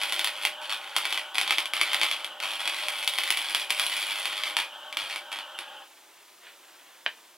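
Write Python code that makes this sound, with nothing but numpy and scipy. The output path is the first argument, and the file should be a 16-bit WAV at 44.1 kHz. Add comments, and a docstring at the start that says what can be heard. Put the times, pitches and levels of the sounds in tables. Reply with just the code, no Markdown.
"""First comes a sputtering sizzle with sharp pops: a wire welder runs a short bead on a steel bench in a garage.
Each pop is a click, each sizzle a crowd of tiny sparks and hiss; both take a spark's tone and ring the bench.
Under the arc the wire feed whirs, built from raspy noise, gear tones and a squeak, with some soft low thumps.
The trigger is let go and the whir stops; a sleeve rustles as shaped noise over the quiet air.
Last, the visor flips up: a few knocks ring its plastic shell, one of them a sharp click."""
import sys
import numpy as np
from scipy import signal
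from scipy.fft import rfft, irfft
from scipy.io import wavfile
from scipy.ndimage import map_coordinates

SR = 44100
rng = np.random.default_rng(int(sys.argv[2]) if len(sys.argv) > 2 else 0)


def generate_wav(sig):
    """Save sig (samples, or channels by samples) to the path in sys.argv[1] as 16-bit PCM at SR."""
    pcm = np.round(np.clip(np.atleast_2d(sig).T, -1, 1) * 32767).astype(np.int16)
    wavfile.write(sys.argv[1], SR, pcm)


N = 324997
T = np.arange(N) / SR  # time of every sample, in seconds

# tone of the still garage air: pitch_hz, level_db
AIR_TONE = [(30, -46), (65, -50), (105, -21.5), (170, -18.5), (350, -1), (450, -7.5), (600, -2), (1000, 0),
            (2500, -21), (3400, -6), (4200, -6.5), (8000, -8), (16000, -10)]
# tone of rustling cloth: pitch_hz, level_db
CLOTH_TONE = [(80, -45), (330, -6.0), (1400, 4), (3300, 4.5), (5500, -14.0), (15000, -17)]
# the sleeve brushes as the arm goes up: middle_s, half_length_s, level_db
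SLEEVE_BRUSHES = [(6.472, 0.052, -53.5), (6.772, 0.2, -58.5), (6.96, .03, -57.5)]
CLOTH_DB = -60  # faint rustle between the brushes

# soft low thumps under the arc: start_s, relative_level_db
LOW_THUMPS = [(1.773, -69), (1.859, -67), (2.817, -69), (4.29, -66), (4.622, -66), (5.023, -60),
              (5.122, -69), (5.36, -75), (5.577, -70)]

# the visor's hinge knocks and snaps home: start_s, strength_db
VISOR_KNOCKS = [(6.469, -22), (6.953, -35), (7.0583, -23), (7.0629, 4.5), (7.0642, -4), (7.066, -25)]
# ringing tones of the visor shell: pitch_hz, relative_level_db
SHELL_TONES = [(600, -6), (1080, 1), (1560, -16), (1820, 11), (2100, -11), (2490, 6), (2900, 9),
               (3310, -21), (4500, -17)]
SHELL_WIDTH_HZ = 280  # the wider, the faster the ringing dies

# tone of the feeder housing and wire liner: pitch_hz, level_db
FEED_TONE = [(60, -46), (230, -22.5), (360, -10), (450, -21.5), (580, 1), (700, -14), (790, 6), (1100, -3),
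             (1500, 2), (2200, -15.5), (3150, 3.5), (4300, -20), (15000, -43)]
# gear whine: pitch_hz, level_db against each other
GEAR_TONES = [(538, -16), (606, -11.5), (785, -21.5), (1095, -11), (1486, -14)]
WHINE_FLICKER_DB = 2.5
# the feed runs, easing slightly, until the trigger is let go
FEED_DB, FEED_EASE_DB_PER_S = -43, 0.37
TRIGGER_OFF_S, SPIN_DOWN_DB_PER_S = 5.825, 330

# the loudest wire shorts: start_s, strength_db
LOUD_SHORTS = [(0.0158, -6), (0.0349, -3), (0.1237, -0.5), (0.194, 0), (0.2453, 0.5), (0.2739, -1.5),
               (0.4517, 5), (0.9648, 4.5), (1.054, -0.5), (1.1264, -0.5), (1.1758, -3), (1.3551, -2.5),
               (1.3831, 4.5), (1.4137, 1), (1.4776, -2.5), (1.5079, 4), (1.5235, -0.5), (1.584, 5),
               (1.657, -7), (1.736, -0.5), (1.8137, 6), (1.9328, -1.5), (1.9453, 3), (2.0149, 4),
               (2.0333, 3), (2.0454, -2.5), (2.1136, -1.5), (2.2458, -6), (2.4024, -8), (2.4364, -5.5),
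               (2.6766, 1.5), (2.8847, -2.5), (3.0768, 1.5), (3.186, 0.5), (3.2362, -3.5), (3.305, 4),
               (3.3729, -1.5), (3.5481, 2.5), (3.7053, 3), (3.797, 0.5), (3.8657, -8), (3.8981, -11),
               (4.256, -3), (4.4364, -1.5), (4.568, 6), (4.6014, -4.5), (4.927, -9.5), (4.971, -1),
               (5.1603, -5), (5.328, -8), (5.3881, -8), (5.589, -7)]
# level of the arc's treble over time: time_s, level_db
ARC_TREBLE = [(0, 3), (.5, 0.5), (1, -0.5), (1.5, -4), (2, -2), (2.5, -1), (3, 3.5), (3.5, 2.5), (4, 5.5),
              (4.4, -1.5), (4.7, -3), (5.2, -1), (5.8, -11)]
# tone of one spark: pitch_hz, level_db
SPARK_TONE = [(40, -50), (100, -43), (180, -42), (330, -18.5), (460, -19), (700, -5), (1600, -4), (2300, 1),
              (3350, 2.5), (3950, -4.5), (5500, -13), (6500, -21), (8300, -17), (10200, -10), (15500, -28)]
# ringing of the bench and workpiece: pitch_hz, width_hz, strength_db (also multiplied by the width)
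BENCH_TONES = [(345, 24, 11), (840, 13, -10), (1010, 24, -15), (2160, 8.3, -59), (2290, 26, -50),
               (2300, 25, 23), (2457, 7, 28.5), (2570, 140, 14), (3110, 380, 16), (3140, 9.3, 2),
               (4380, 60, 20)]
# hard surfaces near the arc: average_delay_ms, level_db
NEAR_ECHOES = [(.9, -7.5), (10.3, -17.5), (19.5, -8)]
# spatter of different sizes spits in these bands: pitch_hz
SPIT_BANDS_HZ = [1300, 2300, 3500, 10500]
# the arc catches, burns and goes out: lit_s, out_s, sizzle_level_db (before mixing)
ARC_BURNS = [(-0.01, 0.28, -35), (0.336, .40, -42.5), (0.413, 0.443, -35.5), (0.607, 0.663, -43.5),
             (0.694, 0.725, -33), (0.807, 0.942, -46.5), (0.952, 1.193, -36.5), (1.338, 1.6, -36),
             (1.741, 2.141, -34.5), (2.17, 2.242, -44), (2.421, 2.529, -34), (2.586, 3.623, -37),
             (3.689, 4.507, -36), (4.584, 4.601, -31), (4.976, 5.147, -38), (5.316, 5.373, -39.5),
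             (5.577, 5.6, -44)]
CATCH_S, DIE_DB_PER_S = 0.0027, 256  # how fast the sizzle comes up and dies away
# after a loud short the arc flares: level against the pop, build-up time and fading
FLARE_DB, FLARE_RISE_S, FLARE_DB_PER_S = -41.5, 0.0031, 247
MAINS_HZ = 49.96

SPREAD_HZ = 10000  # above this the room's echoes differ between the ports
TOP_HZ = 15900  # the phone cuts everything above this


def undb(db):
    """Turn decibels into gain."""
    return 10 ** (np.asarray(db) / 20)


def curve(rows):
    """Join the (time_s, value) rows of a table by straight lines."""
    return np.interp(T, *np.transpose(rows))


def unit(x):
    """Scale a sound to an average strength (rms) of 1."""
    return x / np.sqrt(np.mean(x ** 2))


def walk(rate):
    """Wander smoothly and randomly with spread 1, through `rate` random points per second."""
    knots = rng.standard_normal(1024)
    return unit(map_coordinates(knots, [T * rate], order=2, mode="wrap"))


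def convolve(x, response):
    """Start a copy of the response at every sample of x, scaled by that sample."""
    return signal.fftconvolve(x, response)[:N]


def clicks(times, sizes):
    """Place single-sample clicks at the given times in seconds."""
    samples = np.clip(np.round(times * SR).astype(int), 0, N - 1)
    return np.bincount(samples, sizes, N)


def above(x, hz, order=1):
    """Keep what lies above hz (high-pass)."""
    return signal.sosfilt(signal.butter(order, min(hz, .45 * SR), "high", fs=SR, output="sos"), x)


def below(x, hz, order=2):
    """Keep what lies below hz (low-pass)."""
    return signal.sosfilt(signal.butter(order, hz, fs=SR, output="sos"), x)


def band(x, hz, span=1.19):
    """Keep a broad band around hz."""
    edges = [hz / span, min(hz * span, .45 * SR)]
    return signal.sosfilt(signal.butter(1, edges, "band", fs=SR, output="sos"), x)


def colour(points, size=2048):
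    """Make a short response of unit energy with the given tone; it acts forward in time only."""
    hz, db = np.transpose(points)
    bins = np.maximum(np.arange(size // 2 + 1) * SR / size, 1)
    gain = undb(np.interp(np.log(bins), np.log(hz), db))
    # folding the cepstrum packs the energy at the start (minimum phase)
    cepstrum = irfft(np.log(gain))
    cepstrum[1:size // 2] *= 2
    cepstrum[size // 2 + 1:] = 0
    response = irfft(np.exp(rfft(cepstrum)))
    return response / np.linalg.norm(response)


def ringing(modes, size=8192):
    """Add up dying tones into a response of unit energy; small objects radiate no bass."""
    t = T[:size]
    response = np.zeros(size)
    for hz, width, db in modes:
        fade = np.exp(-np.pi * width * t)
        response += undb(db) * width * fade * np.cos(2 * np.pi * hz * t)
    response = above(response, 260, order=3)
    return response / np.linalg.norm(response)


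def ports(mid, side):
    """Two close microphones; the first hears late, so the sound comes from a little to the right."""
    return np.array([np.roll(mid + side, 1), mid - side])


def garage(x, wet_db, t60, build_s=0.0005, bass_side_db=-6, bass_hz=150, count=4):
    """Direct sound plus a diffuse tail falling 60 dB in t60 s; its treble and bass differ between ports."""
    t = T[:SR // 2]
    fade = undb(-60 * t / t60) * (1 - np.exp(-t / build_s))
    fade = fade * undb(wet_db) / np.linalg.norm(fade)
    # as the source wanders, the paths through the room keep changing
    paths = np.array([walk(6) for _ in range(count)])
    paths /= np.linalg.norm(paths, axis=0)

    def tail():
        """Send the sound along every path into its own fading noise."""
        return sum(convolve(x * path, rng.standard_normal(len(t)) * fade) for path in paths)

    mid, side = tail(), tail()
    bass_side = undb(bass_side_db) * band(side, bass_hz, span=2.37)
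    return ports(x + mid, above(side, SPREAD_HZ) + bass_side)


def background(air_db=-57, hiss_db=-65, rumble_db=-92):
    """Filtered noise for still air and rustling clothes, plus each microphone's own noise."""
    air = undb(air_db + .5 * walk(4.9)) * convolve(rng.standard_normal(N), colour(AIR_TONE))
    brushes = sum(undb(db) * np.exp(-((T - s) / half) ** 2) for s, half, db in SLEEVE_BRUSHES)
    cloth = convolve(rng.standard_normal(N), colour(CLOTH_TONE))
    cloth = cloth * np.hypot(undb(CLOTH_DB), brushes) * undb(1.7 * walk(45))
    own = rng.standard_normal((2, N))
    hiss = undb(hiss_db) * above(own, 1100, order=2)
    rumble_filter = signal.butter(2, [130, 400], "band", fs=SR, output="sos")
    rumble = undb(rumble_db) * unit(signal.sosfilt(rumble_filter, own))
    return garage(air + cloth, wet_db=-7.0, t60=0.39) + hiss + rumble


def thumps(thump_hz=100, rise_s=0.01, thump_db=-2):
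    """Each thump is a low tone that swells and fades within a tenth of a second."""
    s, db = np.transpose(LOW_THUMPS)
    t = T[:SR // 3]
    swell = t / rise_s * np.exp(1 - t / rise_s)
    boom = swell * np.sin(2 * np.pi * thump_hz * t)
    return ports(convolve(clicks(s, undb(db + thump_db)), boom), 0)


def visor(contact_hz=3700, low_hz=380):
    """The hinge knocks the plastic shell, which rings briefly."""
    s, db = np.transpose(VISOR_KNOCKS)
    modes = [(hz, SHELL_WIDTH_HZ, mode_db) for hz, mode_db in SHELL_TONES]
    shell = above(ringing(modes), low_hz, order=2)
    knocks = convolve(clicks(s, undb(db)), shell)
    # plastic on plastic is a soft contact, so the treble is dulled
    return garage(below(knocks, contact_hz, order=4), wet_db=-3.5, t60=0.16)


def wire_feed(roller_hz=9.3, throb_db=4, waver=0.01143, squeak_hz=3100, swing_hz=170, squeak_db=-6, whine_db=-1):
    """Gears whine and the wire rasps in its liner; a squeak dips and swells with each turn of the roller."""
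    rasp = convolve(rng.standard_normal(N), colour(FEED_TONE)) * undb(walk(40))
    turn = np.sin(2 * np.pi * np.cumsum(roller_hz * (1 + 0.204 * walk(2.6))) / SR)
    # slow noise roughens the squeak; its pitch falls as its level rises
    scrape = unit(below(rng.standard_normal(N), 140))
    squeak_tone = np.sin(2 * np.pi * np.cumsum(squeak_hz - swing_hz * turn) / SR)
    squeak = unit(scrape * squeak_tone * undb(throb_db * turn))
    # all gears share one slightly wavering speed
    travel = np.cumsum(1 + waver * walk(25)) / SR
    whine = np.zeros(N)
    for hz, db in GEAR_TONES:
        flicker = undb(db + WHINE_FLICKER_DB * walk(15))
        whine += flicker * unit(np.sin(2 * np.pi * hz * travel))
    spin_down_db = SPIN_DOWN_DB_PER_S * np.maximum(T - TRIGGER_OFF_S, 0)
    running = undb(FEED_DB - FEED_EASE_DB_PER_S * T - spin_down_db)
    mix = unit(rasp + undb(whine_db) * whine + undb(squeak_db) * squeak)
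    return garage(mix * running, wet_db=-6, t60=0.064)


def burning():
    """Sizzle level: the arc catches fast, holds and dies away; it flares after each loud short."""
    # powers are added up, then turned back into a level
    hold = np.zeros(N)
    for lit, out, db in ARC_BURNS:
        catch = np.clip((T - lit) / CATCH_S, 0, 1)
        hold += catch * undb(db - DIE_DB_PER_S * np.maximum(T - out, 0)) ** 2
    t = T[:SR // 2]
    flare = (1 - np.exp(-t / FLARE_RISE_S)) * undb(FLARE_DB - FLARE_DB_PER_S * t) ** 2
    s, db = np.transpose(LOUD_SHORTS)
    flares = convolve(clicks(s, undb(db) ** 2), flare)
    return np.sqrt(np.maximum(hold + flares, 0))


def small_shorts(level, short_db=11, scatter_db=6, largest=2.22, jitter_s=.0014):
    """The wire dips into the pool near each mains crest, mostly with a faint snap: (times, sizes)."""
    crests = np.arange(.5, T[-1] * 2 * MAINS_HZ) / (2 * MAINS_HZ)
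    s = crests + jitter_s * rng.standard_normal(len(crests))
    db = short_db + scatter_db * np.minimum(rng.exponential(size=len(s)), largest)
    return s, np.interp(s, T, level) * undb(db)


def pops(s, size, after_s=.002, after_db=-10, crack_db=4.5, vary_db=-2.5, count=3):
    """Each short bursts in one spike of its own sharpness, trailed by a few sparks of spatter."""
    chance = rng.uniform(-1, 1, (len(s), 2 * count + 1)).T
    spatter = np.zeros(N)
    for k in range(count):
        spatter += clicks(s + after_s * (1 + chance[k]), size * undb(after_db) * chance[count + k])
    crack = clicks(s, size * (undb(crack_db + vary_db * chance[-1]) - 1))
    return clicks(s, size) + above(crack, 5700) + spatter


def sizzle(level, spark_rate=1500, scatter_db=3.0, ripple_db=5.0, flutter_db=2.0, hiss_db=-8):
    """Dense tiny sparks (spark_rate a second) and gas hiss surge with each half-cycle of the mains."""
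    mains = -np.cos(2 * np.pi * 2 * MAINS_HZ * T)
    sizes = undb(scatter_db * np.minimum(rng.exponential(size=N), 5))
    happens = rng.random(N) < spark_rate / SR
    sparks = unit(happens * sizes * rng.choice([-1, 1], N))
    hiss = undb(hiss_db) * rng.standard_normal(N)
    surge = undb(ripple_db * mains + flutter_db * walk(70))
    return unit((sparks + hiss) * surge) * level


def arc(pop_db=-3.5, sizzle_db=-3.0, ring_db=-10, treble_hz=7000, sway=0.006, shift_db=1.7,
        absorb=0.3, thinning=2.0, bass_hz=180):
    """Pops and sizzle share the spark's tone, ring the bench and bounce off nearby surfaces."""
    level = burning()
    s, strength_db = np.transpose(LOUD_SHORTS)
    small = sizzle(level) + pops(*small_shorts(level))
    drive = undb(sizzle_db) * small + undb(pop_db) * pops(s, undb(strength_db))
    treble_db = curve(ARC_TREBLE)
    drive = drive + (undb(treble_db) - 1) * above(drive, treble_hz)
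    # the brighter the arc, the thinner its bass
    bass_gain = undb(-thinning * np.maximum(treble_db, -5))
    drive = drive + (bass_gain - 1) * band(drive, bass_hz, span=1.43)
    # coarse and fine spatter take turns, so the colour shifts from spit to spit
    shifts = np.array([walk(60) for _ in SPIT_BANDS_HZ])
    # what one band gains, the loud middle bands lose
    shifts -= shifts[1:3].mean(axis=0)
    drive = drive + sum((undb(shift_db * shift) - 1) * band(drive, hz)
                        for shift, hz in zip(shifts, SPIT_BANDS_HZ))
    direct = convolve(drive, colour(SPARK_TONE))
    bench = undb(ring_db) * convolve(drive, ringing(BENCH_TONES))
    # the torch sways, so the echo paths stretch and shrink
    stretch = 1 + sway * walk(7)
    bounced = np.zeros(N)
    for ms, db in NEAR_ECHOES:
        bounced += undb(db) * map_coordinates(direct, [(T - stretch * ms / 1000) * SR])
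    # the cluttered walls swallow part of the treble, which only arrives directly
    beamed = absorb * above(direct, 4200)
    return garage(direct + bench - beamed, wet_db=-1, t60=0.19) + ports(bounced + beamed, 0)


def scene():
    """Add up the quiet garage, low thumps, visor, wire feed and arc."""
    return background() + thumps() + visor() + wire_feed() + arc()


def record(dry):
    """The phone rounds the highest peaks and cuts the top of the treble."""
    rounded = np.tanh(0.8 * dry) / 0.77
    return signal.sosfilt(signal.ellip(10, .2, 80, TOP_HZ, fs=SR, output="sos"), rounded)


dry = scene()
out = record(dry)
generate_wav(out)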